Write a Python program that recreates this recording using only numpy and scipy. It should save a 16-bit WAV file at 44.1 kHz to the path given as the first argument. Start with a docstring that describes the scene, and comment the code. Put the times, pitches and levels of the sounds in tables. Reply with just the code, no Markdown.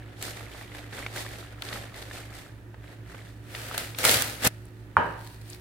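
"""Shredded cheese is shaken from a plastic bag into a glass bowl of mayonnaise: shreds slide down the
film and patter, clumps thud, creases pop. The bag is crumpled and laid down close by. The tilted bowl
knocks on a wooden board and rings; a spatula stirs the sticky mixture with a wet crackle.
A kitchen appliance hums throughout."""
import sys
import numpy as np
from scipy import signal
from scipy.fft import rfft, irfft, next_fast_len
from scipy.io import wavfile

SR = 44100
rng = np.random.default_rng(int(sys.argv[2]) if len(sys.argv) > 2 else 0)


def file_out(sig):
    """Save sig as 16-bit WAV at sys.argv[1]."""
    # one column per channel
    cols = np.atleast_2d(sig).T
    # limit, then scale
    lim = np.clip(cols, -1, 1)
    pcm = np.round(lim * 32767).astype(np.int16)
    wavfile.write(sys.argv[1], SR, pcm)


N = 247092
TIME_S = np.arange(N) / SR

# stereo field: freq_hz, correlation
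STEREO_CORRELATION = [(60, 0.8), (130, 1), (290, 0.69), (640, 0.62), (1400, 0.17), (3100, 0.095),
                      (6800, .02)]
# kitchen decay: freq_hz, t60_s
KITCHEN_T60 = [(150, 0.56), (400, 0.52), (1000, 0.61), (2800, 0.59), (10000, .3)]
# echo spectrum of the handling: freq_hz, level_db
ECHO_SPECTRUM = [(200, 7.5), (2000, 5.0), (12000, -4)]

# appliance air rush: freq_hz, level_db
AIR_SPECTRUM = [(15, -27), (25, -11.5), (123, -10.5), (141, -12), (185, -15), (309, -13.5), (754, -26),
                (988, -25.5), (1070, -32.5), (1160, -27.5), (1890, -24.5), (2050, -32), (2550, -32.5),
                (5140, -43), (16000, -46)]
# air boom around the main hum: centre_hz, width_hz, lift_db
AIR_BOOM = [(108, 20, 12)]
# motor hum: pitch_hz, level_db, wander_ratio
HUM_LINES = [(56.6, -59, .3), (60.5, -54, .2), (110.4, -47, 0.11), (182, -64, .6), (297.7, -59.5, 0.28),
             (360, -62.5, 1)]

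# wet crackle: freq_hz, level_db
STIR_SPECTRUM = [(300, -15), (550, 0.5), (1300, -9), (1900, 0.5), (3300, -6), (3900, -4.5), (4400, -4.5),
                 (5400, -11), (7000, -14), (8500, -10), (16000, -16)]
# spatula strokes, and the bright wash after the bowl's knock: peak_s, hold_s, body_db, fizz_db
STROKES_AND_WASH = [(4.658, 0.009, -75, -68), (4.793, 0.038, -71, -69.5), (5.03, 0.11, -58, -64),
                    (5.236, 0.095, -60, -56.5), (5.505, 0.019, -55.5, -53.5)]
# sticky threads parting: start_s, level_db, centre_hz
THREAD_SMACKS = [(4.6533, -40.5, 9110), (5.2663, -40, 4020), (5.473, -54, 3430), (5.4994, -28, 7850),
                 (5.531, -29, 4340)]

# bowl landing and rocking once: start_s, level_db, low_hz, high_hz
BOWL_IMPACTS = [(4.968, -0.5, 887, 1520), (4.9713, -11, 870, 1290)]
# bowl and board modes: pitch_hz, relative_db, t60_s
BOWL_MODES = [(90, 2, 0.2), (166, -15.5, 0.86), (409, -3, 0.42), (600, -10, 0.41), (700, -8.5, 0.41),
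              (759, -9.5, 0.64), (842, -1, 0.45), (947, 0, 0.56), (980, -2, 0.27), (1150, -13, 0.5),
              (1226, -8, 0.42), (1253, -8, 0.59), (1370, -10, 0.32), (1450, -25, 0.33), (1550, -7, 0.44),
              (1584, -3.5, 0.47), (1750, -17, 0.31), (2190, -19, .35), (2390, -4, 0.084), (2900, -27, 0.3),
              (2950, -21.5, 0.41), (3050, -20, 0.35)]
# echo spectrum of the knock: freq_hz, level_db
KNOCK_ECHO_SPECTRUM = [(70, -16), (100, -21), (140, -7.5), (330, -8.5), (430, -1.5), (750, -6), (930, 4),
                       (1100, -5), (1300, -7), (1700, -3), (2050, -18), (3100, -20), (3350, -31),
                       (9000, -49)]

# crumpling film: freq_hz, level_db
CRUMPLE_SPECTRUM = [(41, -38), (70, -2), (115, 1), (186, -8.5), (262, -1), (344, -6.5), (517, 1),
                    (1070, -9.5), (1250, -3), (1810, -2.5), (1930, -1.5), (2220, -3), (6750, -15),
                    (11600, -15.5), (16000, -20.5)]
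# resonances that colour the rustle: centre_hz, width_hz, lift_db
RUSTLE_RESONANCES = [(532, 63, -0.5), (750, 100, 3), (1050, 160, 0), (1400, 310, 0.5), (1720, 140, 2),
                     (2280, 110, -0.5), (3620, 300, 1), (4450, 360, 2), (8670, 2300, 3), (11740, 520, 2.5)]
# grips on the bag: peak_s, rise_s, hold_s, fall_s, flex_db, hiss_db
BAG_GRIPS = [(3.564, 0.061, .13, 0.047, -44, -47.5), (3.738, 0.029, 0.024, 0.025, -40.5, -46),
             (3.783, .006, 0.0064, 0.091, -37, -38.5), (3.993, 0.014, 0.03, .03, -37.5, -37),
             (4.052, 0.014, 0.059, 0.11, -25.5, -24.5), (4.455, 0.018, 0.019, 0.0058, -24, -25.5)]
# bag settling on the counter: start_s, level_db
BAG_THUDS = [(4.091, -37), (4.451, -21), (4.465, -13.5)]
# loud creases flipping: start_s, pop_db, pitch_hz, crunch_db, snap_db
LOUD_CREASES = [(0.225, -32.5, 2230, -25, -17.5), (0.612, -32, 1950, -39, -49),
                (0.718, -36, 2000, -40, -52), (0.749, -32, 1670, -38.5, -44.5),
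                (0.928, -33, 1690, -32.5, -50), (1.064, -19.5, 2240, -25.5, -47),
                (1.161, -27, 1590, -29, -25), (1.264, -28.5, 1770, -33, -38.5),
                (1.621, -34, 2280, -18.5, -27), (1.687, -31, 2390, -22.5, -46.5),
                (1.728, -24.5, 1950, -23, -43.5), (1.943, -35, 2030, -33, -45),
                (2.024, -37, 1830, -27.5, -37), (2.112, -28, 1760, -37, -53.5),
                (3.549, -26.5, 1940, -21.5, -47), (3.713, -24.5, 1270, -34, -37),
                (3.746, -24, 1550, -26, -30.5), (3.778, -25, 1400, -14.5, -12),
                (3.947, -34, 2320, -28, -43), (3.986, -34.5, 1670, -20, -15), (4.041, -14, 2200, -26, -13),
                (4.05, -13.5, 1350, -7, -2), (4.055, -11.5, 2180, -13, -13), (4.093, -21, 2150, -5, -12.5),
                (4.112, -34, 1750, -26, -6), (4.141, -31, 1290, -12, -10), (4.221, -24, 1600, -18, -7),
                (4.448, -17, 1610, -30, -6), (4.472, -26, 1980, -32, -3)]

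# sliding shreds: freq_hz, level_db
POUR_SPECTRUM = [(150, -8), (250, -6), (292, 1), (325, -11.5), (360, 0), (400, -3.5), (557, -2),
                 (1010, -10.5), (1980, -5), (2710, -11.5), (3580, -12.5), (5730, -20), (8260, -21.5),
                 (15200, -26), (16000, -52)]
# shakes of the bag: peak_s, hold_s, shreds_db, hiss_db
BAG_SHAKES = [(0.236, 0.028, -43, -43), (0.362, .04, -47, -54), (0.524, 0.094, -50.5, -55.5),
              (0.745, 0.032, -46.5, -54), (0.947, 0.064, -43, -49), (1.171, 0.015, -39, -41),
              (1.292, 0.12, -49.5, -54), (1.64, 0.057, -46, -51), (1.732, 0.026, -41, -46.5),
              (1.967, 0.059, -48, -52.5), (2.135, .05, -47, -50), (2.351, 0.035, -51.5, -52.5),
              (2.841, 0.095, -55, -65.5), (3.091, 0.11, -53.5, -61), (3.262, 0.029, -57.5, -61)]
# clumps landing in the bowl: start_s, level_db, pitch_hz
CHEESE_CLUMPS = [(0.546, -38, 700), (1.136, -40, 800), (2.742, -39.5, 800), (3.118, -42, 1550),
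                 (3.1443, -35, 623)]


def from_db(db):
    """Decibels to gain."""
    return 10 ** (np.asarray(db) / 20)


def rms(x):
    """Root mean square."""
    return np.sqrt(np.mean(x ** 2) + 1e-20)


def at_hz(table, hz):
    """Table lookup on a log-frequency axis."""
    freqs_hz, values = np.array(table).T
    return np.interp(np.log(hz + 1e-9), np.log(freqs_hz), values)


def band(x, low_hz, high_hz, order=2):
    """Causal band-pass."""
    sos = signal.butter(order, [low_hz, min(high_hz, .45 * SR)], "band", fs=SR, output="sos")
    return signal.sosfilt(sos, x)


def add(out, start_s, sound):
    """Mix a sound in at start_s."""
    start = max(round(start_s * SR), 0)
    out[:, start:start + sound.shape[-1]] += sound[..., :N - start]


def pan(x, left_db):
    """Left level over right."""
    return x * from_db([[left_db / 2], [-left_db / 2]])


def drift(rate_hz):
    """Slow random curve, unit variance."""
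    knots = rng.standard_normal(int(N / SR * rate_hz) + 3)
    return np.interp(TIME_S * rate_hz, np.arange(len(knots)), knots) / np.sqrt(2 / 3)


def shape_stereo(pair, spectrum, modes=()):
    """Two independent noises to shaped stereo, correlated in the bass."""
    size = next_fast_len(pair.shape[1])
    hz = np.fft.rfftfreq(size, 1 / SR)
    lift_db = sum(db / (1 + (2 * (hz - centre_hz) / width_hz) ** 2) for centre_hz, width_hz, db in modes)
    mid, side = rfft(pair, size) * from_db(at_hz(spectrum, hz) + lift_db)
    correlation = np.clip(at_hz(STEREO_CORRELATION, hz), -1, 1)
    stereo = np.sqrt(1 + correlation) * mid + np.sqrt(1 - correlation) * side * [[1], [-1]]
    return irfft(stereo, size)[:, :pair.shape[1]]


def ring(hz, decay_s):
    """Struck resonance."""
    t = TIME_S[:SR // 20]
    return np.sin(2 * np.pi * hz * t) * np.exp(-t / decay_s)


def burst(low_hz, high_hz, span_s):
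    """Tiny slips: noise swells to a peak near one at about half of span_s, then dies."""
    age = TIME_S[:SR // 12] / (span_s * 0.51)
    envelope = age * np.exp(1 - age)
    noise = shape_stereo(rng.standard_normal((2, len(age))), spectrum=[(1, 0)])
    sound = band(noise * envelope, low_hz, high_hz)
    return 0.31 * sound * rms(envelope) / rms(sound)


def stroke(peak_s, rise_s, hold_s, fall_s, body_db, hiss_db):
    """Body and hiss power of one swell; hiss grows faster with speed."""
    rise = np.maximum(peak_s - TIME_S, 0) / rise_s
    fall = np.maximum(TIME_S - peak_s - hold_s, 0) / fall_s
    speed = np.exp(-np.minimum(rise + fall, 20))
    return np.array([from_db(body_db) * speed, from_db(hiss_db) * speed ** 1.14]) ** 2


def rustle(power, spectrum, slips_per_s, grain_s, smooth_ratio, modes=()):
    """Uneven slips over smooth sliding noise; body and hiss each follow their own power."""
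    slips = (rng.random(N) < slips_per_s / SR) * rng.exponential(1, N)
    slip_power = signal.lfilter([1], [1, -np.exp(-1 / (grain_s * SR))], slips + 1e-12)
    grain = np.sqrt(slip_power / slip_power.mean() + smooth_ratio)
    sound = shape_stereo(rng.standard_normal((2, N)) * grain, spectrum, modes)
    body = signal.sosfiltfilt(signal.butter(3, 3500, fs=SR, output="sos"), sound)
    hiss = sound - body
    return sum(gain * part / rms(part.mean(axis=0)) for gain, part in zip(np.sqrt(power), (body, hiss)))


def room_tail(spectrum):
    """Diffuse kitchen echo, unit energy; each octave has its own decay."""
    t = TIME_S[:SR]
    noise = shape_stereo(rng.standard_normal((2, SR)), spectrum)
    edges_hz = np.geomspace(70, 18000, 9)
    tail = np.zeros((2, SR))
    for k, (low_hz, high_hz) in enumerate(zip(edges_hz, edges_hz[1:])):
        t60_s = at_hz(KITCHEN_T60, np.sqrt(low_hz * high_hz))
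        tail += (-1) ** k * band(noise, low_hz, high_hz) * from_db(-60 * t / t60_s)
    tail *= 1 - np.exp(-t / 0.0012)
    return tail / np.sqrt(np.sum(tail ** 2) / 2)


def appliance():
    """Wandering motor hum in a soft, booming air rush."""
    air = shape_stereo(rng.standard_normal((2, N)), AIR_SPECTRUM, AIR_BOOM)
    out = from_db(-58.5) * air / rms(band(air.mean(axis=0), 378, 2500))
    for hz, db, wander_ratio in HUM_LINES:
        wander = (drift(12) + 1j * drift(15)) / np.sqrt(2)
        phasor = (1 + wander_ratio * wander) / np.hypot(1, wander_ratio)
        out += from_db(db) * np.sqrt(2) * np.real(phasor * np.exp(2j * np.pi * hz * TIME_S))
    return pan(out, left_db=-2.5)


def stirring_and_wash():
    """The stirred mixture crackles, sticky threads smack; a bright wash follows the bowl's knock."""
    rise_s, fall_s = 0.077, 0.079
    power = sum(stroke(peak_s, rise_s, hold_s, fall_s, body_db, fizz_db)
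                for peak_s, hold_s, body_db, fizz_db in STROKES_AND_WASH)
    out = rustle(power, STIR_SPECTRUM, slips_per_s=100, grain_s=0.0011, smooth_ratio=1.8)
    for start_s, db, hz in THREAD_SMACKS:
        add(out, start_s, from_db(db) * burst(hz * 0.81, hz * 1.28, span_s=0.0024))
    return out


def bowl_knock():
    """Full glass on wood: dull double impact, short ring, kitchen echo."""
    out = np.zeros((2, N))
    t = TIME_S[:SR]
    landing_s, ring_db = BOWL_IMPACTS[0][0], -27.5
    for start_s, db, low_hz, high_hz in BOWL_IMPACTS:
        blow = band(signal.unit_impulse(SR // 20), low_hz, high_hz, order=3)
        add(out, start_s, -from_db(db) * blow / np.abs(blow).max())
    for k, (hz, db, t60_s) in enumerate(BOWL_MODES):
        stereo_phase_rad = rng.normal(0, 0.66) * np.array([[1], [-1]])
        swing = (-1) ** k * np.sin(2 * np.pi * hz * t + stereo_phase_rad)
        add(out, landing_s, swing * from_db(ring_db + db - 60 * t / t60_s))
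    add(out, landing_s, from_db(-36) * burst(2500, 13000, span_s=0.001))
    add(out, landing_s + 0.0034, from_db(10.5) * room_tail(KNOCK_ECHO_SPECTRUM))
    return pan(out, left_db=-1.5)


def bag_crumple():
    """The emptied bag crumples, drags and settles on the counter."""
    power = sum(stroke(*grip) for grip in BAG_GRIPS)
    out = rustle(power, CRUMPLE_SPECTRUM, slips_per_s=720, grain_s=0.00086, smooth_ratio=2.0,
                 modes=RUSTLE_RESONANCES)
    for start_s, db in BAG_THUDS:
        add(out, start_s, from_db(db) * burst(31, 260, span_s=0.0045))
    return out


def film_pop(hz):
    """A film panel flips and rings in two modes."""
    return ring(hz, decay_s=0.0019) + 0.38 * ring(hz * 0.654, decay_s=0.0013)


def loud_creases():
    """A panel pops, its fold crunches and snaps, loose film flutters."""
    out = np.zeros((2, N))
    for start_s, pop_db, hz, crunch_db, snap_db in LOUD_CREASES:
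        crunch = burst(2700, 4380, span_s=0.0024)
        flutter = from_db(-7.5) * burst(540, 2800, span_s=0.0041)
        snap = burst(5900, 14800, span_s=0.0019)
        add(out, start_s, from_db(pop_db) * film_pop(hz))
        add(out, start_s, from_db(crunch_db) * (crunch + flutter) + from_db(snap_db) * snap)
    return out


def small_creases(flow, pops_per_s, over_flow_db):
    """Faint random film pops, scaled by the flow of shreds."""
    out = np.zeros((2, N))
    onsets = np.flatnonzero(rng.random(N) < pops_per_s / SR)
    pitch_hz = 1920 * np.exp(0.085 * rng.standard_normal(N))
    for i in onsets:
        add(out, i / SR, from_db(over_flow_db) * flow[i] * film_pop(pitch_hz[i]))
    return out


def shred_patter(ticks_per_s, spread_db, decay_cycles):
    """Single shreds tick on film, glass and each other; unit rms."""
    pitches_hz = np.geomspace(1200, 4200, num=14)
    onsets = rng.random(N) < ticks_per_s / SR
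    hits = onsets * from_db(spread_db * np.minimum(rng.exponential(1, N), 2))
    pitch_index = rng.integers(0, len(pitches_hz), N)
    out = np.zeros((2, N))
    for k, hz in enumerate(pitches_hz):
        tick = ring(hz, decay_cycles / hz) * from_db(at_hz(POUR_SPECTRUM, hz)) * np.sqrt(hz)
        ticks = signal.oaconvolve(hits * (pitch_index == k), tick)[:N]
        out += pan(ticks, left_db=rng.normal(0, 4.0))
    return out / rms(out)


def cheese_pour():
    """Shreds trickle down the film, surge with each shake and patter into the bowl; clumps thud."""
    rise_s, fall_s = 0.032, 0.084
    trickle = stroke(0, rise_s, hold_s=2.44, fall_s=fall_s, body_db=-55, hiss_db=-69.5)
    shakes = sum(stroke(peak_s, rise_s, hold_s, fall_s, shreds_db, hiss_db)
                 for peak_s, hold_s, shreds_db, hiss_db in BAG_SHAKES)
    power = trickle + shakes
    out = rustle(power, POUR_SPECTRUM, slips_per_s=480, grain_s=0.0021, smooth_ratio=1.0,
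                 modes=RUSTLE_RESONANCES)
    flow = np.sqrt(power[0])
    out += from_db(-5.5) * flow * shred_patter(ticks_per_s=90, spread_db=4, decay_cycles=3)
    out += small_creases(flow, pops_per_s=11, over_flow_db=5)
    for start_s, db, hz in CHEESE_CLUMPS:
        add(out, start_s, from_db(db) * ring(hz, decay_s=0.0016))
        add(out, start_s, from_db(db + 4.5) * burst(380, 1800, span_s=0.0053))  # loose shreds settle
    return pan(out, left_db=-1.0)


def scene():
    """Close handling with faint echo, plus knock and hum."""
    handling = cheese_pour() + bag_crumple() + loud_creases() + stirring_and_wash()
    echo = signal.fftconvolve(handling, room_tail(ECHO_SPECTRUM), axes=1)[:, :N]
    return handling + from_db(-43.5) * echo + bowl_knock() + appliance()


def record(dry):
    """Clip at full scale, then steep low-pass."""
    cutoff_hz = 16050
    lowpass = signal.ellip(12, .1, 80, cutoff_hz, fs=SR, output="sos")
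    return signal.sosfilt(lowpass, np.clip(dry, -1, 1))


dry = scene()
out = record(dry)
file_out(out)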